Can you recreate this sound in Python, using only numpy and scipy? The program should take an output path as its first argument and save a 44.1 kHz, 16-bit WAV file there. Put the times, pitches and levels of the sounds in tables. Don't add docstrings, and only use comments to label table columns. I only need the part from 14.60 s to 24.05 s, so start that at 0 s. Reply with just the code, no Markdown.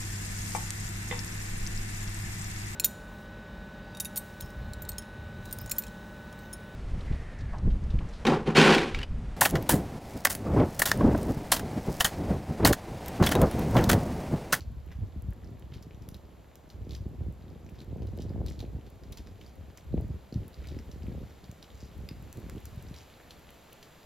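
import sys
import numpy as np
from scipy import signal
from scipy.fft import rfft, irfft
from scipy.io import wavfile
from scipy.ndimage import uniform_filter1d

SR = 44100
rng = np.random.default_rng(int(sys.argv[2]) if len(sys.argv) > 2 else 0)


def wrap_up_sound(samples):
    columns = np.atleast_2d(samples).T
    tamed = np.clip(columns, -1, 1)
    steps = np.round(tamed * 32767).astype(np.int16)
    wavfile.write(sys.argv[1], SR, steps)


N = 416744
TIME = np.arange(N) / SR
FREQ = np.fft.rfftfreq(N, 1 / SR)


def undb(db):
    return 10 ** (np.asarray(db) / 20)


def unit(x):
    return x / np.sqrt(np.mean(x ** 2))


def curve(table):
    return np.interp(TIME, *np.transpose(table))


def gains(points, freq):
    hz, db = np.transpose(points)
    return undb(np.interp(np.log(freq + 1), np.log(hz), db))


def colour(x, points):
    cepstrum = irfft(np.log(gains(points, FREQ)), N)
    cepstrum[1:N // 2] *= 2
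    cepstrum[N // 2 + 1:] = 0
    return irfft(rfft(x) * np.exp(rfft(cepstrum)), N)


def add(track, s, sound):
    start = max(int(s * SR), 0)
    track[..., start:start + sound.shape[-1]] += sound[..., :N - start]


def wander(per_s):
    knots = rng.standard_normal(4096)
    return np.interp(TIME * per_s, np.arange(len(knots)), knots) * np.sqrt(3 / 2)


def grains(per_s, spread_db):
    clicks = (rng.random(N) < per_s / SR) * rng.choice([-1, 1], N)
    return unit(clicks * undb(spread_db * rng.standard_normal(N).clip(-2, 2)))


# (frequency [Hz], level [dB])
HISS_TONE = [(150, 15), (500, 8), (1000, 4), (2200, 1.5), (4200, -2.5), (5800, -9), (7200, -3.5),
             (8700, -10), (11000, -9.5), (13000, -8), (15500, -20)]
# (frequency [Hz], level [dB])
TREETOP_TONE = [(70, -14), (200, -32), (450, 0), (700, -2.5), (1100, -9.5), (1800, -21), (4000, -93)]
# (time [s], gain [dB])
SWELL = [(3.4, -6.5), (5.3, -4.5), (6.2, -2.5), (7.3, -2), (8, 0.5), (8.8, 0.5)]
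def forest(hiss_db=-57, hiss_side_db=-13, treetops_db=-64, treetops_side_db=-4):
    out = 0
    for tone, db, side_db in [(HISS_TONE, hiss_db + curve(SWELL), hiss_side_db),
                              (TREETOP_TONE, treetops_db, treetops_side_db)]:
        mid, side = (unit(colour(rng.standard_normal(N), tone)) for _ in range(2))
        side = side * undb(side_db)
        out = out + np.array([mid + side, mid - side]) * undb(db)
    return out


def wind(side_db=-10):
    rumble_db, small_db = gust_levels()
    mid = turbulence(rumble_db, small_db) + buffets()
    side = turbulence(rumble_db + side_db, small_db)
    return np.array([mid + side, mid - side])


# (time [s], rumble level [dB])
LIGHT_AIR = [(0, -53), (2, -55.5), (4.6, -50.5), (5.4, -54.5), (7, -56.5), (8.5, -66), (9.45, -74)]
# (start [s], length [s], rumble level [dB], small swirls against rumble [dB])
WIND_GUSTS = [(-0.01, 0.43, -39.5, -33), (0.347, 0.089, -32, -26), (0.547, 0.15, -38.5, -26),
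              (0.752, 0.81, -46.5, -13.5), (2.127, 0.43, -42.5, -15.5), (2.572, 0.14, -38, -18),
              (2.762, 0.47, -46.5, -10.5), (3.25, 0.68, -37, -12), (3.723, 0.1, -31.5, -15),
              (3.966, 0.14, -37, -13), (4.445, 0.29, -47.5, -33), (4.963, 0.087, -45, -16),
              (5.237, 0.32, -41, -14.5), (5.296, 0.11, -31.5, -18), (5.729, 0.1, -40, -9.5),
              (5.96, 0.23, -41.5, -14.5), (6.264, 0.36, -42.5, -14.5), (6.416, 0.19, -41.5, -11),
              (7.103, 0.58, -45.5, -13), (7.737, 0.23, -43.5, -8.5), (8.013, 0.36, -48, -11),
              (8.608, 0.3, -58, -11)]
def gust_levels(rise_s=0.034, fall_s=0.048, breeze_swirls_db=-7.5, flutter_per_s=18, flutter_db=2):
    rumble = undb(curve(LIGHT_AIR)) ** 2
    small = rumble * undb(breeze_swirls_db) ** 2
    for s, length, db, swirls_db in WIND_GUSTS:
        rise = np.clip((TIME - s) / rise_s, 0, 1)
        fall = np.exp(-np.maximum(TIME - s - length, 0) / fall_s)
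        power = (rise * fall * undb(db)) ** 2
        rumble += power
        small += power * undb(swirls_db) ** 2
    flutter = flutter_db * wander(flutter_per_s)
    return 10 * np.log10(rumble) + flutter, 10 * np.log10(small / rumble)


def mic_opening(freq, cut_hz=55, lag_hz=280):
    s = 1j * freq / cut_hz
    bass_cut = s ** 2 / (s ** 2 + s + 1) * s / (s + .5)
    delay = ((lag_hz - 1j * freq) / (lag_hz + 1j * freq)) ** 7
    return bass_cut * delay


# (frequency [Hz], level [dB])
GUST_TONE = [(22, -26), (40, -6.5), (65, 5.5), (110, -2.5), (200, -10), (350, -15.5), (550, -23),
             (800, -35.5), (1200, -51)]
def turbulence(rumble_db, small_db, puffs_per_s=75, swirls_per_s=120, usual_db=-12, brisk_db=-50):
    shape = gains(GUST_TONE, FREQ) * np.exp(1j * np.angle(mic_opening(FREQ)))
    puffs = rfft(grains(puffs_per_s, spread_db=2.5))
    out, plain = 0, 0
    for hz in 25 * 2. 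** np.arange(7):
        swirls = undb(-1) * rfft(grains(swirls_per_s, spread_db=4))
        this_octave = np.maximum(1 - abs(np.log2((FREQ + 1) / hz)), 0)
        band = irfft((puffs + swirls) * shape * this_octave, N)
        octaves_up = np.log2(hz / 95)
        lift_db = 0.52 * np.clip(octaves_up, 0, 2) * (small_db - usual_db)
        lift_db += 0.043 * np.clip(octaves_up - 2, 0, 1) * (rumble_db + small_db - brisk_db)
        out = out + band * undb(lift_db)
        plain = plain + band
    strength = np.sqrt(uniform_filter1d(plain ** 2, int(0.092 * SR)) + 1e-18)
    return out * undb(rumble_db) / strength


# (time [s], level [dB], upper edge of the tone [Hz])
STRONG_SWIRLS = [(0.071, -29, 108), (0.384, -29, 227), (0.559, -29.5, 290), (0.682, -23, 162),
                 (0.911, -36, 290), (1.116, -35, 223), (1.265, -36, 360), (1.48, -37.5, 422),
                 (1.519, -38, 300), (2.268, -33, 483), (2.292, -34, 348), (2.402, -30, 173),
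                 (2.461, -27, 332), (2.51, -32.5, 300), (2.54, -39, 480), (2.681, -26.5, 265),
                 (3.36, -34.5, 700), (3.422, -35, 714), (3.533, -26.5, 200), (3.577, -33, 603),
                 (3.594, -28.5, 535), (3.65, -30.5, 380), (3.76, -34, 720), (3.815, -32, 810),
                 (4.027, -36, 710), (4.04, -32, 563), (4.145, -27.5, 229), (5.340, -18, 463),
                 (5.378, -27, 645), (5.402, -36, 720), (5.499, -27, 225), (5.723, -30, 440),
                 (5.755, -18, 228), (5.77, -29, 320), (5.781, -28.5, 94), (5.816, -37, 430),
                 (6.12, -34.5, 520), (6.165, -29, 427), (6.48, -28.5, 366), (6.89, -31, 218),
                 (6.924, -43.5, 530), (7.226, -35.5, 387), (7.434, -34.5, 297), (7.51, -31, 343),
                 (7.779, -40, 380), (7.863, -34.5, 340), (7.965, -35.5, 450), (8.17, -29.5, 191),
                 (8.308, -31.5, 286)]
def buffets(gain_db=-1, wake_db=-6, wake_s=0.02, size=4096):
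    out, freq = np.zeros(N), np.fft.rfftfreq(size, 1 / SR)
    lead_s, t = size // 8 / SR, np.arange(size) / SR
    for s, db, edge_hz in STRONG_SWIRLS:
        bass_cut = freq ** 2 / (freq ** 2 + (edge_hz / 4) ** 2)
        dulling = np.hypot(1, freq / edge_hz * 2)
        push = bass_cut * np.exp(-(freq / edge_hz) ** 2) / dulling * mic_opening(freq)
        push *= np.exp(-2j * np.pi * freq * lead_s)
        wake = rng.standard_normal(size) * np.sqrt(t) * np.exp(-t / wake_s)
        rolling = undb(wake_db) * rfft(wake / np.linalg.norm(wake)) / dulling
        thump = irfft(push * (1 + rolling)) / abs(irfft(push)).max()
        add(out, s - lead_s, thump * undb(db + gain_db))
    return out


def effort_db(reach_s=0.98, most_db=2.5):
    pulls = sum(np.exp(-((TIME - s) / reach_s) ** 2) for s, *_ in PAW_RAKES)
    return most_db * np.minimum(pulls, 1)


# (frequency [Hz], level [dB])
BARK_TONE = [(500, 50), (1600, 7), (2600, 6), (4200, 1), (5500, 1), (7500, -11), (10000, -14), (13500, -19),
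             (16000, -45)]
def quills(base_db=-74, flicks_per_pitch_per_s=8, ring_s=0.0005, size=256):
    t, out = np.arange(size) / SR, 0
    for hz in np.geomspace(1800, 6800, 9):
        click = np.sin(2 * np.pi * hz * t) * np.exp(-t / ring_s) * gains(BARK_TONE, hz)
        out = out + signal.fftconvolve(grains(flicks_per_pitch_per_s, spread_db=9), click)[:N]
    return unit(out) * undb(base_db + effort_db() + curve(SWELL) / 2)


def flake(x, hz, octaves):
    freq = np.fft.rfftfreq(len(x), 1 / SR)
    off_pitch = np.hypot(1, 2 * np.log2((freq + 1) / hz) / octaves)
    return irfft(rfft(x) * gains(BARK_TONE, freq) ** 0.23 / off_pitch, len(x))


def trees(x, echo_db=-10, fade_60db_s=0.27, width=0.18, build_s=0.00064, size=16384):
    t = np.arange(size) / SR
    envelope = np.exp(-np.log(1000) * t / fade_60db_s) * (1 - np.exp(-t / build_s))
    tails = rng.standard_normal((2, size)) * envelope
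    mid, side = (signal.fftconvolve(x, tail / np.linalg.norm(tail)) for tail in tails)
    return np.pad(x, (0, size - 1)) + undb(echo_db) * np.array([mid + width * side, mid - width * side])


# (time [s], level [dB], pitch [Hz])
CLAW_CRACKS = [(0.0064, -37.5, 4360), (0.3147, -42.5, 1790), (0.322, -45, 2210), (0.844, -50.5, 5340),
               (1.139, -41.5, 3200), (1.2254, -44, 5170), (1.4207, -49, 4870), (1.5433, -40, 3900),
               (2.1009, -41.5, 4280), (2.2925, -44.5, 4200), (2.3075, -38, 3860), (2.3174, -43, 3820),
               (2.332, -41, 3600), (2.3489, -35.5, 4600), (3.09, -47.5, 2780), (3.2031, -41.5, 3900),
               (3.4205, -47, 3600), (3.471, -47.5, 3900), (3.6194, -40.5, 5470), (3.862, -38.5, 4530),
               (3.8714, -43, 3900), (3.883, -37.5, 3950), (3.9914, -38, 4200), (4.0029, -34.5, 3900),
               (4.2648, -48, 3300), (4.435, -47.5, 4260), (4.5259, -37.5, 4370), (4.573, -36.5, 4860),
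               (4.5843, -43, 3550), (4.8129, -42.5, 2830), (4.863, -45, 4640), (5.1736, -39, 6350),
               (5.725, -43, 4600), (5.741, -42, 4860), (5.942, -45, 4600), (6.0856, -40.5, 4040),
               (6.1885, -43.5, 5060), (6.314, -42.5, 5200), (6.8405, -44.5, 4210), (7.0265, -38, 4300),
               (7.9792, -45.5, 3130), (8.054, -42, 5700), (8.3413, -40.5, 3700), (8.707, -35.5, 4100),
               (9.125, -42.5, 3000), (9.2272, -38.5, 4200)]
def cracks(ring_s=0.0011, crumb_db=-21, crumb_s=0.018, crumb_chance=0.035, gain_db=13, size=2048):
    out, t = np.zeros((2, N)), np.arange(size) / SR
    for s, db, hz in CLAW_CRACKS:
        snap = rng.standard_normal(size) * np.sqrt(2 * t / ring_s) * np.exp(-t / ring_s)
        crumbs = rng.standard_normal(size) * (rng.random(size) < crumb_chance)
        crumbs *= np.exp(-t / crumb_s) / np.sqrt(crumb_chance)
        crack = flake(np.roll(snap, size // 128), hz, octaves=0.26)
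        crack += undb(crumb_db) * flake(crumbs, hz, octaves=1.36)
        add(out, s, trees(crack / np.linalg.norm(crack) * undb(db + gain_db)))
    return out


# (middle time [s], length [s], level [dB], pitch [Hz])
PAW_RAKES = [(1.146, 0.038, -61.5, 3000), (2.332, 0.03, -64, 4330), (3.183, 0.058, -65.5, 3320),
             (3.6, 0.045, -60, 5000), (3.9, 0.044, -59, 4770), (4.669, 0.015, -61, 3300),
             (4.845, 0.093, -67.5, 4130), (6.078, 0.12, -62, 3150), (6.701, 0.26, -73, 3030),
             (7.197, 0.1, -63, 4400), (8.383, 0.069, -58.5, 4170)]
def rakes(catches_per_s=95, spread_octaves=0.65, size=16384):
    out, t = np.zeros(N), (np.arange(size) - size // 2) / SR
    ridges = [(grains(catches_per_s, spread_db=5), 2 ** octave)
              for octave in spread_octaves * np.linspace(-1, 1, 5)]
    for k, (s, length, db, hz) in enumerate(PAW_RAKES):
        press = np.exp(-2 * (t / length) ** 2)
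        part = slice(k * size, (k + 1) * size)
        rasp = press * sum(flake(catches[part], hz * ratio, octaves=0.38) for catches, ratio in ridges)
        add(out, s + t[0], rasp * np.linalg.norm(press) / np.linalg.norm(rasp) * undb(db))
    return out


def thin(x, body_db):
    freq = np.fft.rfftfreq(len(x), 1 / SR)
    return irfft(rfft(x) * gains([(5000, body_db), (10000, 0)], freq), len(x))


# (frequency [Hz], level [dB])
TWIG_TONE = [(400, -22), (1200, 2), (2500, 0.5), (5500, 2), (9000, 6.5), (11000, -3), (13000, 2),
             (16000, -8)]
# (time [s], level [dB], body against top [dB])
TWIG_TICKS = [(1.4881, -37, -8), (1.544, -46.5, -9), (1.955, -43.5, -8), (3.863, -40, -10.5),
              (4.5225, -39, -12), (4.571, -49, -16), (5.88, -39, -37), (6.0721, -45, -6),
              (6.9138, -46.5, -5), (7.4885, -39, -11), (7.7275, -36, -12), (7.7716, -44, -6),
              (7.897, -40, -3), (8.0546, -38.5, -8), (8.2247, -42.5, -18), (8.905, -44, -16)]
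def ticks(ring_s=0.00056, gain_db=14, body_lift_db=6, strays_per_s=10, stray_db=-73.75, size=256):
    out, t = np.zeros((2, N)), np.arange(size) / SR
    for s, db, body_db in TWIG_TICKS:
        tick = rng.standard_normal(size) * np.sqrt(t) * np.exp(-t / ring_s)
        tick = np.pad(tick, (size // 16, size - size // 16))
        tick = thin(tick / np.linalg.norm(tick), body_db + body_lift_db)
        add(out, s, trees(tick * undb(db + gain_db)))
    strays = thin(grains(strays_per_s, spread_db=8), body_db=-15)
    return colour(out + strays * undb(stray_db + effort_db() + curve(SWELL)), TWIG_TONE)


# (pitch [Hz], level [dB])
STICK_NOTES = [(2100, -16), (2650, -13), (3700, -8), (4850, -3)]
def stick(snap_s=7.4888, tear_s=0.0012, ring_octaves=0.11, energy_db=-20, size=1024):
    out, t = np.zeros((2, N)), np.arange(size) / SR
    fibres = np.roll(rng.standard_normal(size) * np.exp(-t / tear_s), size // 32)
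    ring = sum(undb(db) * flake(flake(fibres, hz, ring_octaves), hz, ring_octaves)
               for hz, db in STICK_NOTES)
    add(out, snap_s, trees(ring / np.linalg.norm(ring) * undb(energy_db)))
    return out


def scene():
    rubbing = trees(rakes() + quills(), echo_db=-4)[:, :N]
    return cracks() + stick() + ticks() + rubbing + forest() + wind()


def record(dry, ring_hz=8800, ring_width_hz=1500, top_hz=16100):
    phase_turn = np.exp(-2j * np.pi / (1 + np.exp((ring_hz - FREQ) / ring_width_hz)))
    left = irfft(rfft(dry[0]) * phase_turn, N)
    top_cut = signal.ellip(8, .2, 70, top_hz, fs=SR, output="sos")
    return signal.sosfilt(top_cut, np.array([left, dry[1]]))


dry = scene()
out = record(dry)
wrap_up_sound(out)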